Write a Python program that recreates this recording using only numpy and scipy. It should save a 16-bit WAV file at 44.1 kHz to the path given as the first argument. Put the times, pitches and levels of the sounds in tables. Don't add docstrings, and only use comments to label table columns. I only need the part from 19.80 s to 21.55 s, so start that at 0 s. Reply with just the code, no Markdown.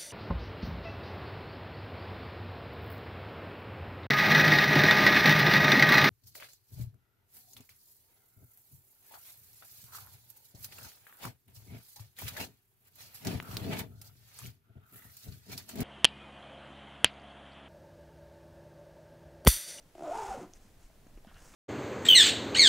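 import sys
import numpy as np
from scipy import signal
from scipy.fft import rfft, irfft, next_fast_len
from scipy.io import wavfile
from scipy.ndimage import uniform_filter1d, map_coordinates

SR = 44100
rng = np.random.default_rng(int(sys.argv[2]) if len(sys.argv) > 2 else 0)


def store_pcm(level_fs):
    pcm = np.round(np.clip(level_fs, -1, 1) * 32767).astype(np.int16)
    wavfile.write(sys.argv[1], SR, np.atleast_2d(pcm).T)


def gain_from_db(level_db):
    decades = np.asarray(level_db, float) / 20
    return 10 ** decades


N = 77175

# (time [s], tooth rate [1/s], pull level [dB], looseness [0-1])
SLIDER_RUN = [
    (.233, 688, -42.5, 0.11),
    (.262, 660, -40, 0.16),
    (.285, 580, -40, 0.11),
    (.322, 770, -40.5, 0.17),
    (.345, 870, -38.5, .1),
    (.45, 837, -41, 0.13),
    (.5, 860, -43, 0.2),
    (.548, 550, -41.5, 0.18),
    (.615, 294, -47, 0.33),
]
STOP_S, STOP_T60_S = .645, .12
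# (time [s], length [s], gain [dB], held pitch [Hz], 0 = free)
MODE_LOCKS = [(.235, .021, 5, 685), (.259, .007, 4, 740), (.276, .011, 5, 610), (.29, .012, 4, 590),
              (.304, .005, -10, 0), (.312, .017, 12, 695), (.333, .004, 4, 790), (.347, .003, -10, 0),
              (.352, .004, 7, 885), (.386, .01, 8, 845), (.399, .017, 6, 865), (.417, .003, -10, 0),
              (.422, .004, 5, 870), (.432, .008, 7, 880), (.441, .002, -10, 0), (.445, .008, 3, 860),
              (.479, .006, 3, 885), (.487, .003, -8, 0), (.506, .014, 8, 770), (.522, .017, 8, 730),
              (.545, .012, 4, 530), (.541, .001, -10, 0), (.56, .052, -22, 0), (.614, .011, 3, 310),
              (.629, .011, 5, 285), (.647, .006, 5, 290)]
# (time [s], peak level [dB])
TOOTH_SLIPS = [
    (0.152, -39.5),
    (0.18, -39.5),
    (0.194, -39),
    (0.207, -33.5),
    (0.222, -31),
    (0.235, -41),
]
# (frequency [Hz], level [dB], T60 [s])
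SLIP_PARTIALS = [(350, -2.5, 0.047), (668, 4, 0.019), (1346, -15.5, 0.016)]
# (time [s], peak level [dB], pitch [Hz], T60 [s])
STUMBLES = [(.543, -49, 748.3, 0.082), (.566, -44, 492, 0.044), (.572, -43.5, 259, 0.067),
            (.578, -44, 864, 0.027), (.592, -46, 707, 0.066), (.6, -48, 530, 0.055),
            (.603, -50, 353.5, 0.043), (.612, -59, 810, 0.024), (.631, -53, 680, 0.036),
            (.66, -53.5, 350, 0.073), (.694, -53.5, 327, 0.042)]
# (time [s], pitch [Hz], level [dB])
TAPE_FLAP = [
    (.233, 351.8, -55),
    (.285, 294, -47.5),
    (.33, 327.5, -59),
    (.36, 464.6, -49),
    (.4, 436.6, -44),
    (.438, 391.7, -43.5),
    (.465, 382.5, -49),
    (.498, 400, -47),
    (.515, 390, -80),
]
# (centre [Hz], width [Hz], level [dB])
PANEL_MODES = [(359, 48, 3.5), (518, 54, -3), (708, 66, 5), (852, 500, 0.5), (1380, 330, -0.5),
               (1950, 480, -17.5), (3330, 1700, -16.5)]
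PANEL_TOP_HZ = 4130
# (frequency [Hz], density [dB/Hz])
SCRAPE_SPECTRUM = [(1500, -2), (2200, -4), (4000, -13), (5200, -10.5), (6900, -7), (8500, -12.5),
                   (12000, -22.5), (16000, -27)]
# (time [s], level [dB])
SCRAPE_EFFORT = [
    (0.14, -73),
    (0.15, -71.5),
    (0.374, -51.5),
    (0.534, -53),
    (0.556, -58),
    (0.626, -59),
    (0.696, -80.5),
    (0.72, -70),
]
# (frequency [Hz], density [dB/Hz])
DRAG_SPECTRUM = [(15, -20), (40, -2), (90, -8), (150, -8), (200, -12), (280, -2), (450, -12), (900, -60)]
SNAG_DB, SNAG_RATE_HZ, KICK_SPREAD_DB = 4, 170, 2
OVERTONE_DB, RATTLE_DB, DRAG_DB = -37, -11.5, -32.5
TWIN_RATIO, TWIN_DB, TWIN_FROM_HZ = 1.08, -6, 780
SLIP_DB, CRACK_DB, CRACK_T60_S, SCRAPE_GATE = -5.5, -23.5, 0.017, 0.2
# (start [s], rise [s], fall [s], level [dB], pitch [Hz])
HAND_SLIDES = [
    (1.466, .01, .12, -63, 1500),
    (1.47, .018, .065, -67.5, 3000),
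    (1.52, .04, .06, -64, 1480),
    (1.535, .035, .045, -66, 2780),
]
SLIDE_WIDTH_HZ = 750
# (start [s], rise [s], fall [s], level [dB])
RUSTLES = [
    (.74, 0.02, 0.041, -67),
    (.79, 0.024, 0.17, -69.5),
    (.96, 0.087, 0.056, -69),
    (1.48, 0.18, 0.6, -62),
]
# (frequency [Hz], density [dB/Hz])
CLOTH_SPECTRUM = [(400, -3), (1600, -0.5), (3800, -10), (6500, -1), (8500, -5), (12000, -15.5),
                  (16000, -13)]
# (start [s], rise [s], fall [s], level [dB])
PATS = [
    (1.369, 0.0051, 0.0324, -64),
    (1.266, 0.00175, 0.013, -68),
    (1.8, 0.0023, 0.071, -66),
    (1.598, 0.0146, 0.14, -65),
    (1.733, 0.0026, 0.03, -57),
]
# (frequency [Hz], density [dB/Hz])
PAT_SPECTRUM = [(200, -1.5), (500, 1), (1250, -3.5), (2600, -11), (4000, -23), (7000, -16), (16000, -66)]
# (time [s], peak level [dB], pitch [Hz], T60 [s])
TICKS = [(.026, -63.5, 5860, 0.008), (.736, -40, 6130, 0.0029), (.736, -53, 3650, 0.0038),
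         (.736, -59.5, 11200, 0.0011), (.736, -70, 1860, 0.0064), (1.27, -61.5, 6500, 0.0079),
         (1.448, -44.5, 680, 0.01), (1.448, -56.5, 3460, 0.0037), (1.472, -58.5, 3030, 0.0051),
         (1.515, -42, 1090, 0.0035), (1.544, -52.5, 4140, 0.0036), (1.65, -69, 6500, .004),
         (1.738, -61, 1190, 0.067), (1.738, -59, 2530, 0.011), (1.738, -57, 3600, 0.0071),
         (.615, -49.5, 180, 0.13), (.51, -52, 216, 0.042), (.736, -62, 14500, .001),
         (.736, -63, 8260, .002), (1.376, -56.5, 2380, 0.0047), (1.27, -59, 1600, .006),
         (1.27, -61, 603, 0.0065), (1.298, -59, 770, 0.011), (1.378, -59.5, 1000, .005),
         (1.472, -62, 5250, 0.0061), (1.544, -64, 6640, 0.0044), (.527, -49, 1500, 0.043),
         (1.446, -61, 1650, 0.0108), (1.515, -56, 750, 0.014), (1.563, -58.5, 720, 0.017),
         (1.1, -61, 676, 0.027), (.151, -60, 2980, 0.007), (.178, -60, 2940, 0.0027),
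         (.193, -44, 2520, 0.0016)]
# (time [s], peak level [dB], pitch [Hz], T60 [s])
THUMPS = [(.058, -60.5, 166, 0.083), (.485, -46, 46.4, 0.18), (.225, -54.5, 147.4, 0.13),
          (.585, -46.5, 130, 0.044), (.75, -51, 29.75, 0.21), (.85, -56.5, 192.5, 0.072),
          (1.04, -48.5, 28.3, 0.15), (1.267, -44, 251, 0.013), (1.355, -45.5, 32.4, 0.17),
          (1.375, -49, 335, .02), (1.47, -49, 209, 0.047), (1.555, -54.5, 72, 0.12),
          (1.62, -47.5, 40, 0.072), (1.72, -57, 40.2, 0.11)]
# (frequency [Hz], T60 [s])
ROOM_T60 = [(150, 0.26), (1000, 0.28), (8000, 0.1)]
ROOM_DB, ROOM_SIDE_DB = -11, -44
# (frequency [Hz], density [dB/Hz])
RUMBLE_SPECTRUM = [(7.1, -25), (12, 11), (29, -2.5), (59, -4.5), (96, -8.5), (140, -9.5), (900, -30.5),
                   (1170, -165), (1980, -120)]
RUMBLE_DB, RUMBLE_LUMP_DB, RUMBLE_SWELL_DB = -63.5, 1, 6
# (frequency [Hz], density [dB/Hz])
HISS_SPECTRUM = [(120, -45), (200, -3.5), (661, -5.5), (1170, -12), (1690, -12.5), (3870, -16.5),
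                 (12100, -20.5), (16200, -22.5)]
HISS_DB = -66
# (frequency [Hz], correlation [0-1])
LIKENESS = [(30, 0.993), (120, 0.85), (500, 0.84), (3000, 0.43), (8000, 0.49), (14000, 0.43)]
TOP_HZ = 15740


def unit(x):
    return x / np.sqrt(np.mean(x ** 2) + 1e-20)


def along(points, hz):
    f, v = np.transpose(points)
    return np.interp(np.log(hz + 1), np.log(f + 1), v)


def curves(rows):
    s, *cols = np.transpose(rows)
    return [np.interp(np.arange(N) / SR, s, c) for c in cols]


def wobble(rate_hz):
    return map_coordinates(rng.standard_normal(2000), [np.arange(N) * rate_hz / SR])


def filtered(x, response):
    m = next_fast_len(N + SR // 2)
    return irfft(rfft(x, m) * response(np.fft.rfftfreq(m, 1 / SR)), m)[..., :N]


def coloured(x, spectrum):
    return unit(filtered(x, lambda hz: gain_from_db(along(spectrum, hz))))


def swell(start, rise, fall):
    ramp = np.interp(np.arange(N) / SR, [start, start + rise, start + rise + fall], [0, 1, 0])
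    return np.sin(np.pi / 2 * ramp) ** 2


def knocks(rows, attack):
    out, t = np.zeros(N + SR), np.arange(SR // 4) / SR
    for s, db, hz, t60 in rows:
        decay = gain_from_db(db + 6.5 - 60 * t / t60)
        out[round(s * SR):][:len(t)] += decay * np.sin(2 * np.pi * hz * t) * (1 - np.exp(-t * hz / attack))
    return out[:N]


def slider_motion():
    t = np.arange(N) / SR
    rate, pull_db, loose = curves(SLIDER_RUN)
    lock_db, shift = np.zeros(N), np.zeros(N)
    for s, length, db, hz in MODE_LOCKS:
        held = np.clip(np.minimum(t - s, s + length - t) / .0015 + 1, 0, 1)
        lock_db += held * db
        if hz:
            shift += held * (hz - rate)
    rate = rate + shift
    free = gain_from_db(-.85 * lock_db.clip(0))
    turns = np.cumsum(rate * (1 + .6 * loose * free * wobble(220))) / SR
    stop_db = -60 * np.clip(t - STOP_S, 0, 9) / STOP_T60_S
    pull = gain_from_db(pull_db + stop_db) * np.clip((t - SLIDER_RUN[0][0]) / 0.00086, 0, 1)
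    return rate, turns, pull, loose, lock_db, free


def tooth_push(rate, turns, loose, lock_db, free):
    t = np.arange(N) / SR
    overtone = gain_from_db(OVERTONE_DB + lock_db + 30 * (t - .4)) * np.sin(4 * np.pi * turns)
    uneven = gain_from_db(lock_db + SNAG_DB * free * wobble(SNAG_RATE_HZ) - 10 * loose)
    first_coil = uneven * (np.sin(2 * np.pi * turns) + overtone)
    twin_turns = np.cumsum(TWIN_RATIO * rate * (1 + .05 * wobble(120))) / SR
    twin_gain = gain_from_db(TWIN_DB + 2.8 * wobble(109.8)) * np.clip((rate - TWIN_FROM_HZ) / 80, 0, 1)
    return first_coil + twin_gain * np.sin(2 * np.pi * twin_turns)


def panel(f):
    modes = sum((-1) ** k * gain_from_db(db) * 1j * f * w / (c * c - f * f + 1j * f * w)
                for k, (c, w, db) in enumerate(PANEL_MODES))
    return modes / (1 + 1j * f / PANEL_TOP_HZ) ** 2


def tooth_rattle(rate, turns, pull, loose):
    at = np.flatnonzero(np.diff(np.floor(turns)))
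    chance = rng.standard_normal((2000, 2))[:len(at)]
    at = np.clip(at + (0.55 * chance[:, 0] * SR / rate[at]).astype(int), 0, N - 1)
    kicks = np.bincount(at, gain_from_db(KICK_SPREAD_DB * chance[:, 1]), N)
    kicks = kicks - uniform_filter1d(kicks, size=1500)
    norm = np.std(filtered(kicks, panel)[round(.2 * SR):round(.6 * SR)])
    force = pull * gain_from_db(RATTLE_DB + 16.6 * loose + 0.92 * wobble(38.85))
    return filtered(kicks * force / norm, panel)


def tape_flap():
    t = np.arange(N) / SR
    hz, db = curves(TAPE_FLAP)
    turns = np.cumsum(hz * (1 + .03 * wobble(150))) / SR
    on = (t > TAPE_FLAP[0][0]) * (t < TAPE_FLAP[-1][0])
    return gain_from_db(db + 1.5 * wobble(70)) * np.sin(2 * np.pi * turns) * on


def tooth_slips():
    return knocks([(s, db + SLIP_DB + part_db, hz, t60)
                   for s, db in TOOTH_SLIPS for hz, part_db, t60 in SLIP_PARTIALS], 1.0)


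def tape_scrape(turns):
    t = np.arange(N) / SR
    [effort_db] = curves(SCRAPE_EFFORT)
    gate = 1 + SCRAPE_GATE * np.cos(np.pi * turns)
    scrape = coloured(rng.standard_normal(N) * gate * gain_from_db(1.5 * wobble(250)), SCRAPE_SPECTRUM)
    effort = gain_from_db(effort_db + 1.0) * (t > .15) * (t < .72)
    cracks = sum(gain_from_db(min(db, -36) + CRACK_DB - 60 * np.clip(t - s, 0, 1) / CRACK_T60_S) * (t >= s)
                 for s, db in TOOTH_SLIPS)
    return scrape * (effort + cracks)


def bag_drag(pull, loose):
    return gain_from_db(DRAG_DB + 40 * loose + 2 * wobble(40)) * pull * coloured(rng.standard_normal(N), DRAG_SPECTRUM)


def zipper():
    rate, turns, pull, loose, lock_db, free = slider_motion()
    teeth = tooth_push(rate, turns, loose, lock_db, free) * pull + tooth_rattle(rate, turns, pull, loose)
    single_teeth = tooth_slips() + knocks(STUMBLES, 0.7)
    return teeth + single_teeth + tape_flap() + tape_scrape(turns) + bag_drag(pull, loose)


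def hand_slides():
    grain_gain = gain_from_db(0.67 * wobble(200))
    out = np.zeros(N)
    for s, rise, fall, db, hz in HAND_SLIDES:
        def band(f):
            return (1j * f * SLIDE_WIDTH_HZ / (hz * hz - f * f + 1j * f * SLIDE_WIDTH_HZ)) ** 2
        grain = rng.standard_normal(N) * grain_gain
        out += gain_from_db(db) * swell(s, rise, fall) * unit(filtered(grain, band))
    return out


def rustles():
    grain_gain = gain_from_db(1.6 * wobble(300) + .4 * wobble(30))
    out = np.zeros(N)
    for spectrum, rows in ((CLOTH_SPECTRUM, RUSTLES), (PAT_SPECTRUM, PATS)):
        envelope = sum(gain_from_db(db) * swell(s, rise, fall) for s, rise, fall, db in rows)
        out += coloured(rng.standard_normal(N) * grain_gain, spectrum) * envelope
    return out


def ticks():
    return knocks(TICKS, 0.6)


def thumps():
    return knocks(THUMPS, 0.18)


def room(x):
    hz, t, z = signal.stft(rng.standard_normal((2, SR // 2)), SR, nperseg=256)
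    tail = signal.istft(z * gain_from_db(-60 * t / along(ROOM_T60, hz)[:, None]), SR, nperseg=256)[1]
    tail = tail / np.linalg.norm(tail[0])
    delayed = np.pad(x, (200, 0))[None]
    mid, side = signal.fftconvolve(delayed, tail, axes=1)[:, :N]
    return gain_from_db(ROOM_DB) * mid + gain_from_db(ROOM_SIDE_DB) * side * [[1], [-1]]


def stereo(spectrum):
    def mid_side(hz):
        turn = np.arccos(np.clip(along(LIKENESS, hz), -1, 1)) / 2
        return gain_from_db(along(spectrum, hz)) * [np.cos(turn), np.sin(turn)]
    mid, side = filtered(rng.standard_normal((2, N)), mid_side)
    return unit(np.array([mid + side, mid - side]))


def rumble():
    lumps = gain_from_db(RUMBLE_LUMP_DB * wobble(25.26) + RUMBLE_SWELL_DB * np.arange(N) / N)
    return gain_from_db(RUMBLE_DB) * lumps * stereo([(7.8, -67)] + RUMBLE_SPECTRUM + [(3000, -43.5)])


def hiss():
    return gain_from_db(HISS_DB) * stereo([(60, -1.0)] + HISS_SPECTRUM)


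def scene():
    near = zipper() + hand_slides() + rustles() + ticks()
    return near + room(near) + thumps() + rumble() + hiss()


def top_cut(x):
    return signal.sosfilt(signal.butter(12, 16380, fs=SR, output="sos"), x)


def record(dry):
    mix = filtered(dry, lambda hz: np.where(hz < TOP_HZ, 1, .05))
    return top_cut(mix)


dry = scene()
out = record(dry)
store_pcm(out)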